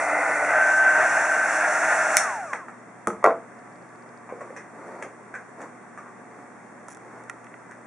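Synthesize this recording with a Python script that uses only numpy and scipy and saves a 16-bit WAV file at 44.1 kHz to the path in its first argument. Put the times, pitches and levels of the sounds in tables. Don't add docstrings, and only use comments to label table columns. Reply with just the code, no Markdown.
import sys
import numpy as np
from scipy import signal
from scipy.fft import rfft, irfft, next_fast_len
from scipy.io import wavfile
from scipy.ndimage import uniform_filter1d

SR = 44100
rng = np.random.default_rng(int(sys.argv[2]) if len(sys.argv) > 2 else 0)


def store_wav(level_fs):
    pcm = np.round(np.clip(np.atleast_2d(level_fs), -1, 1) * 32767)
    wavfile.write(sys.argv[1], SR, pcm.T.astype(np.int16))


N = 346999
TIME = np.arange(N) / SR

# time in seconds, rate in Hz.
SHAFT_HZ = [(.48, 298.3), (.54, 308.8)]
OFF_S, COAST_S, FRICTION_HZ_PER_S = 2.169, .46, 148
BLADES = 5

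# time in seconds, level in dB before hiss_db and fan speed.
HISS_AIM_DB = [(0.0, -40.5), (0.08, -40), (0.85, -40), (1.17, -36), (1.41, -39), (2.05, -34.5),
               (2.15, -34.5)]
# time in seconds, share (0 = nozzle on the joint, 1 = swung aside).
ASIDE_SHARE = [(.42, 0.17), (.65, 1)]
# frequency in Hz, relative density in dB per Hz.
AIR_ON_JOINT = [(35, -80), (60, -48), (265, -26.5), (296, -10.5), (338, -24), (482, -11.5), (602, -2),
                (715, 0.5), (1090, -10), (1460, -3), (1710, -17), (1900, -4), (2080, -2.5), (2200, -12.5),
                (2550, -17.5), (2970, -46.5), (9200, -30.5), (10700, -45.5), (12000, -109.5), (15600, -125),
                (22000, -120)]
# frequency in Hz, relative density in dB per Hz.
AIR_ASIDE = [(60, -49), (120, -28), (260, -25), (430, -15.5), (560, -9.5), (620, 3), (730, 1.5),
             (1000, -6.5), (1290, -4.5), (1425, 5), (1470, 1.5), (1600, 2), (1950, -3.5), (2350, -13),
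             (2700, -16), (3150, -30), (4900, -35.5), (5500, -21.5), (6200, -20), (8300, -22.5),
             (11000, -34.5), (12000, -91.5)]
RUSH_DB = -22

# time in seconds, level in dB before fan speed.
WHISTLE_DB = [(0.0, -39), (0.5, -29), (0.53, -26), (0.58, -20.5), (0.72, -21.5), (0.776, -19),
              (0.876, -16.5), (1.1, -28.5), (1.16, -23.5), (1.25, -35), (1.29, -24.5), (1.44, -25),
              (1.48, -36.5), (2.13, -39), (2.15, -29.5)]
# multiple of the shaft rate, level in dB.
SHAFT_ORDERS = [(2, -43), (3, -40.5), (4, -38), (6, -39), (7, -43), (8, -36.5), (26, -50), (33, -30.5)]
# multiple of the blade rate, dB on the joint, dB aside.
BLADE_OVERTONES = [(2, -44, -38), (3, -47, -41.5), (4, -52, -41), (5, -54, -47), (6, -42, -58),
                   (7, -51, -56)]
# frequency in Hz, gain in dB.
HOUSING_GAIN = [(500, -22), (800, -15), (1070, 3), (1300, -1), (1580, 0), (1900, -8), (2350, -7.5),
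                (2700, -23), (3100, -30), (4600, -28), (6200, -15), (7700, -19), (11000, -7)]
MOTOR_DB = -49.5
SHRILL_HZ = 2800

# start in seconds, level in dB, snap in dB re ring.
TOUCHES = [(3.072, -9, -7), (3.0812, -20, -6), (3.1034, -19.5, -37), (3.1323, -28, -30)]
# frequency in Hz, level in dB, t60 in seconds.
GUN_MODES = [(203, -17.5, 0.16), (357, -17, 0.17), (464, -9, 0.047), (624, -19, 0.076), (690, -11.5, .04),
             (870, -16.5, .06), (1250, -1, 0.013), (1270, -16, 0.073), (1780, -25, 0.045)]
# start in seconds, level in dB before offsets, brightest contact Hz.
LANDING = [(3.2271, -19, 2200), (3.2418, 3, 9000), (3.2535, -1.5, 3000), (3.2622, -1.5, 7000),
           (3.2712, -1, 900), (3.2848, -12, 1500), (3.3058, -10, 2000), (3.335, -17, 700)]
# frequency in Hz, relative level in dB, t60 in seconds.
BENCH_MODES = [(456, -22, .25), (502, -28, .22), (568, -27, .22), (619, -19, .2), (670, -22, .24),
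               (768, -27, .16), (920, -27, .15), (1008, -22, .15), (1067, -20, .15), (1158, -18, .15),
               (1364, -27, .18), (1927, -25, .19)]
# start in seconds, level in dB before lift_db, ring in Hz,
# cycles until the ring is 60 dB down, thud and snap in dB re ring, room in dB re direct.
KNOCKS = [(2.5314, -17.5, 1170, 7.2, -6, -12.5, -2.5), (2.5343, -15.5, 1700, 11, -14, -29, -7.5),
          (2.549, -31, 1250, 5.8, -3, -17, -12), (2.684, -37.5, 1100, 6.1, 10.5, -10, -1),
          (4.291, -42.5, 1180, 6.4, 11, -12, 5.5), (4.323, -26.5, 523, 15, -19, -30, -5),
          (4.409, -40.5, 1150, 32, 10, -5, 3), (4.415, -30, 530, 18, -3, -20, -10),
          (4.504, -35.5, 537, 17, 1, -24, -11), (4.564, -29.5, 1880, 9.5, -1.5, -9.5, 5),
          (5.025, -20.5, 1900, 8.5, -6, -11, -5.5), (5.034, -31, 1910, 10, -7, -9, -8),
          (5.3407, -29.5, 1510, 33, -5, -15, 0.5), (5.351, -32, 1580, 15, 2, -8.5, 0.5),
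          (5.605, -34.5, 1230, 7, 1, -12, 4), (5.617, -33.5, 1960, 7.6, -4, -5.5, -3),
          (5.976, -36, 1200, 17, 4.5, -11, 2.5), (6.06, -43, 1160, 15, 3.5, -20, 4.5),
          (7.711, -34, 1720, 11, -10, -8, -10), (7.72, -34.5, 1810, 7.1, -1, -16, -5)]
# frequency in Hz, relative density in dB per Hz.
THUD_COLOUR = [(50, -82), (130, -5), (250, -12), (500, 7.5), (900, 5), (1900, 4.5), (2500, -7.5),
               (3200, -40), (9000, -56), (13000, -74)]
# frequency in Hz, relative density in dB per Hz.
SNAP_COLOUR = [(100, -49), (1500, -48), (3200, -21.5), (4800, -23), (5700, -8.5), (7800, -9.5),
               (10000, -12.5), (12000, -36.5), (15000, -48)]
# frequency in Hz, relative density in dB per Hz.
BLOW_COLOUR = [(40, -105), (130, -15.5), (280, -7), (400, -2.5), (520, 4), (700, 10), (860, 2), (1200, 6),
               (1600, -6.5), (2150, -9.5), (3000, -27.5), (5000, -33), (6000, -27), (10000, -31),
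               (14000, -50)]

# start in seconds, level in dB, ring in Hz, snap in dB re ring.
TICKS = [(6.884, -30, 1440, -3.5), (6.948, -54, 3800, 17), (6.971, -37, 1540, -5), (7.238, -45, 2000, 0),
         (7.2974, -22, 2065, -7), (7.444, -48.5, 2600, 4), (7.468, -37, 2200, -22),
         (7.5405, -34, 2110, -28), (7.694, -34.5, 1070, -26)]
# share of the ring pitch, level in dB, t60 in seconds.
TICK_MODES = [(0.928, 0.5, 0.015), (0.677, -7, 0.042), (1.17, -15.5, 0.025)]
# start in seconds, length in seconds, loudest dB, spread in dB.
CRACKLE = (6.885, .055, -38.5, 9)
# start in seconds, level in dB before step_db.
STEPS = [(3.5911, -54), (3.7248, -58), (3.7572, -54), (3.8241, -55), (3.8914, -58), (3.9578, -56.5),
         (4.0241, -54), (4.091, -53), (4.175, -51.5)]
# middle in seconds, length in seconds, level in dB before rub_db.
SHUFFLES = [(4.473, 0.24, -43.5), (4.877, 0.28, -38.5), (5.043, 0.13, -39), (5.63, 0.094, -37),
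            (6.389, 0.16, -45), (7.143, 0.32, -44)]
# frequency in Hz, relative density in dB per Hz.
SHUFFLE_COLOUR = [(30, -50), (100, -20), (300, 9.5), (550, 10.5), (1200, 4), (2100, -1.5), (3100, -31),
                  (7000, -21.5), (11000, -30), (13000, -73.5)]

# frequency in Hz, relative density in dB per Hz.
FLOOR_COLOUR = [(18, -49), (30, -65), (86, -21.5), (108, -21), (173, -4.5), (253, -4.5), (564, -7.5),
                (608, -7), (885, -7.5), (1140, -8.5), (2020, -12.5), (2950, -35), (4700, -42), (5600, -33),
                (9110, -30.5), (10500, -46), (12000, -75), (15600, -68.5), (22000, -120)]
FLOOR_DB = -46
# frequency in Hz, mean rms level in dB.
HUM = [(120, -63), (240, -59.5), (720, -60), (1152, -61.5)]
# band centre in Hz, t60 in seconds.
ROOM_T60 = [(200, 0.46), (700, 0.29), (2000, 0.24), (8500, 0.24), (13000, 0.01)]
NOTCHES_HZ = (3010, 4010, 5020)
TOP_HZ = 14700


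def coast():
    drag = np.exp(-np.maximum(TIME - OFF_S, 0) / COAST_S)
    friction_loss_hz = FRICTION_HZ_PER_S * COAST_S * (1 - drag)
    return np.maximum(curve(SHAFT_HZ) * drag - friction_loss_hz, 0)


def air(speed, hiss_db=-1.0, rush_power=2.43, hiss_power=2.53, flutter_db=1.34):
    aside = curve(ASIDE_SHARE)
    on_joint_air = np.sqrt(1 - aside) * noise(AIR_ON_JOINT, wide_hz=13200, lag_us=23.6)
    aside_air = np.sqrt(aside) * noise(AIR_ASIDE, wide_hz=13200, lag_us=23.6)
    flow = on_joint_air + aside_air
    rush = signal.sosfiltfilt(signal.butter(4, 4000, fs=SR, output="sos"), flow)
    hiss = flow - rush
    hiss = hiss / np.sqrt(uniform_filter1d(np.mean(hiss ** 2, axis=0), SR // 10))
    rush = unit(rush) * undb(RUSH_DB + flutter_db * walk(24.73)) * speed ** rush_power
    hiss = hiss * undb(curve(HISS_AIM_DB) + hiss_db + 1.35 * walk(16)) * speed ** hiss_power
    return rush + hiss


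def fan(shaft_hz, speed, whistle_power=0.6, tone_power=0.72, power_per_order=0.23, waver_db=3):
    phase = 2 * np.pi * np.cumsum(shaft_hz * (1 + .0006 * walk(30))) / SR
    whistle = undb(curve(WHISTLE_DB) + walk(37.1)) * speed ** whistle_power * np.sin(BLADES * phase)
    whistle = whistle * np.clip(speed / 0.5, 0, 1) ** 6
    motor = undb(MOTOR_DB + walk(15)) * speed ** 6 * np.sin(phase)
    tones = whistle + motor
    turning = np.clip(speed / .28, 0, 1) ** 4
    aside = curve(ASIDE_SHARE)
    for order, db in SHAFT_ORDERS:
        power = tone_power + power_per_order * order
        gain = undb(db + response(AIR_ASIDE, order * shaft_hz) + waver_db * walk(29.23))
        tone = np.sin(order * phase + rng.uniform(0, 2 * np.pi))
        tones = tones + turning * speed ** power * gain * tone
    for multiple, joint_db, aside_db in BLADE_OVERTONES:
        order = BLADES * multiple
        hz = order * shaft_hz
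        source_db = joint_db + (aside_db - joint_db) * aside
        gain = undb(source_db + response(HOUSING_GAIN, hz) + 2 * walk(30.56))
        gain = gain * speed ** ((hz / SHRILL_HZ) ** 2)
        tones = tones + turning * gain * np.sin(order * phase + rng.uniform(0, 2 * np.pi))
    return in_room(np.sqrt(2) * tones, wet_db=-18)[:, :N]


def switch(click_db=-4, ring_hz=2020, edge_db=-4):
    out = np.zeros((2, N))
    click = knock(ring(ring_hz, .009), thud_db=-18, snap_db=9.5, room_db=-8, contact_s=.0005)
    add(out, OFF_S, undb(click_db) * click)
    bright = signal.butter(4, 7000, "highpass", fs=SR, output="sos")
    edge = signal.sosfilt(bright, grit(contact_s=.0008))
    add(out, OFF_S, undb(edge_db) * edge)
    return out


def touch(thud_db=-8):
    out = np.zeros((2, N))
    body = sum(undb(db) * ring(hz, t60, size=8192) for hz, db, t60 in GUN_MODES)
    for s, db, snap_db in TOUCHES:
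        clunk = knock(body, thud_db, snap_db, room_db=-8, contact_s=0.0011, scrape=.2)
        add(out, s, undb(db) * clunk)
    return out


def landing(blow_db=-4, contact_s=0.0022, scrape=1.0, swell_s=0.0011):
    out, t, blow = np.zeros((2, N)), TIME[:SR // 2], impulse(BLOW_COLOUR)
    modes = sum(undb(db) * fade(t, t60) * np.sin(2 * np.pi * hz * t) for hz, db, t60 in BENCH_MODES)
    modes = modes * (1 - np.exp(-t / swell_s))
    for s, db, top_hz in LANDING:
        soften = signal.butter(2, [150, top_hz], "bandpass", fs=SR, output="sos")
        thump = signal.sosfilt(soften, strike(blow, contact_s, scrape))
        add(out, s, in_room(thump * undb(db + blow_db), wet_db=-8))
        add(out, s, undb(db) * signal.sosfilt(soften, modes))
    return out


def ticks(pan_db=-6, wet_db=-20, step_hz=4900, step_t60=.003, step_db=5.5):
    snap = strike(impulse(SNAP_COLOUR), contact_s=0.0028, scrape=0.84)
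    out = patter(snap + undb(-2) * ring(1860, .004), *CRACKLE, count=14)
    for s, db in STEPS:
        add(out, s, undb(db + step_db) * ring(step_hz, step_t60))
    for s, db, hz, snap_db in TICKS:
        rings = sum(undb(mode_db) * ring(share * hz, t60) for share, mode_db, t60 in TICK_MODES)
        add(out, s, undb(db) * (rings + undb(snap_db) * snap))
    pan = undb(np.array([[pan_db], [-pan_db]]) / 2)
    return in_room(out, wet_db)[:, :N] * pan


def patter(click, start_s, length_s, level_db, spread_db, count):
    out = np.zeros(N)
    for late, strength in rng.uniform(0, 1, (count, 2)):
        add(out, start_s + length_s * late, undb(level_db - spread_db * strength) * click)
    return out


def knocks(contact_s=0.0036, lift_db=3, top_hz=9500):
    out = np.zeros((2, N))
    for s, db, hz, cycles, thud_db, snap_db, room_db in KNOCKS:
        sound = knock(ring(hz, cycles / hz), thud_db, snap_db, room_db, contact_s)
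        add(out, s, undb(db + lift_db) * sound)
    return signal.sosfilt(signal.butter(4, top_hz, fs=SR, output="sos"), out)


def shuffling(rub_db=-3, grain_db=1.0):
    swells = sum(undb(db) * np.exp(-(2 * (TIME - s) / length) ** 2) for s, length, db in SHUFFLES)
    return noise(SHUFFLE_COLOUR, wide_hz=8000) * swells * undb(rub_db + grain_db * walk(110))


def workshop():
    hum = sum(undb(db + 1.74 * walk(5.5)) * np.sin(2 * np.pi * hz * TIME + .5 * walk(7.8)) for hz, db in HUM)
    floor = noise(FLOOR_COLOUR, wide_hz=8110, apart=0.44) * undb(FLOOR_DB + 0.13 * walk(5.3))
    return floor + np.sqrt(2) * hum


def knock(rings, thud_db, snap_db, room_db, contact_s, scrape=0.55):
    thud = undb(thud_db) * impulse(THUD_COLOUR, size=len(rings))
    body = strike(rings + thud, contact_s, scrape)
    snap = impulse(SNAP_COLOUR, size=len(rings))
    crack = signal.fftconvolve(snap, grit(contact_s))[:len(rings)]
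    return in_room(body + undb(snap_db) * crack, room_db)


def strike(body, contact_s, scrape):
    return body + scrape * signal.fftconvolve(body, grit(contact_s))[:len(body)]


def grit(contact_s, size=2048):
    force = rng.standard_normal(size) * np.exp(-TIME[:size] / contact_s)
    return force / np.linalg.norm(force)


def ring(hz, t60, size=4096):
    t = TIME[:size]
    band = signal.butter(2, [hz / 2, hz * 1.5], "bandpass", fs=SR)
    return signal.lfilter(*band, np.sin(2 * np.pi * hz * t) * fade(t, t60))


def room(size=SR // 2):
    t, hz = TIME[:size], bins(size)
    spectrum = rfft(noise([(20, 0.0013), (20000, 0.0086)], wide_hz=8750, size=size))
    centres = [f for f, _ in ROOM_T60]
    shares = [response(list(zip(centres, pick)), hz) for pick in np.eye(len(centres))]
    tail = sum(irfft(spectrum * share, size) * fade(t, t60) for share, (_, t60) in zip(shares, ROOM_T60))
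    tail = tail * np.clip(t / 0.003 - .4, 0, 1)
    return tail / np.sqrt(np.sum(tail ** 2) / 2)


def in_room(x, wet_db):
    echo = room() * undb(wet_db)
    echo[:, 0] += 1
    return signal.fftconvolve(x[None], echo, axes=1)


def noise(points, wide_hz, lag_us=0, apart=0.031, size=N):
    padded = next_fast_len(size, True)
    hz = bins(padded)
    mid, side = rfft(rng.standard_normal((2, padded)))
    side = side * np.minimum(np.hypot(apart, hz / wide_hz), 1)
    late = np.exp(-2j * np.pi * hz * lag_us / 10 ** 6)
    stereo = np.array([(mid + side) * late, mid - side])
    return unit(irfft(stereo * undb(response(points, hz)), padded)[:, :size])


def impulse(points, size=4096):
    cepstrum = irfft(np.log(undb(response(points, bins(size)))))
    cepstrum[1:size // 2] *= 2
    cepstrum[size // 2 + 1:] = 0
    pulse = irfft(np.exp(rfft(cepstrum)))
    return pulse / np.abs(pulse).max()


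def walk(rate_hz):
    k = int(SR / rate_hz)
    held = np.repeat(rng.standard_normal(N // k + 1), k)
    return unit(uniform_filter1d(uniform_filter1d(held, k), k)[:N])


def fade(t, t60):
    return np.exp(-np.log(1000) * t / t60)


def curve(rows):
    s, value = np.transpose(rows)
    return np.interp(TIME, s, value)


def response(points, hz):
    f, value = np.transpose(points)
    return np.interp(np.log(np.maximum(hz, 1)), np.log(f), value)


def bins(size):
    return np.fft.rfftfreq(size, 1 / SR)


def undb(db):
    return 10 ** (np.asarray(db) / 20)


def unit(x):
    return x / np.sqrt(np.mean(x ** 2))


def add(out, s, sound):
    start = int(s * SR)
    part = sound[..., :N - start]
    out[..., start:start + part.shape[-1]] += part


def scene():
    shaft_hz = coast()
    speed = shaft_hz / shaft_hz.max()
    gun = air(speed) + fan(shaft_hz, speed) + switch() + touch() + landing()
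    return gun + ticks() + knocks() + shuffling() + workshop()


def record(dry):
    for hz in NOTCHES_HZ:
        notch = signal.butter(2, [hz - 125, hz + 125], "bandstop", fs=SR, output="sos")
        dry = signal.sosfilt(notch, dry)
    top_cut = signal.ellip(8, .2, 70, TOP_HZ, fs=SR, output="sos")
    return signal.sosfilt(top_cut, np.clip(dry, -1, 1))


dry = scene()
out = record(dry)
store_wav(out)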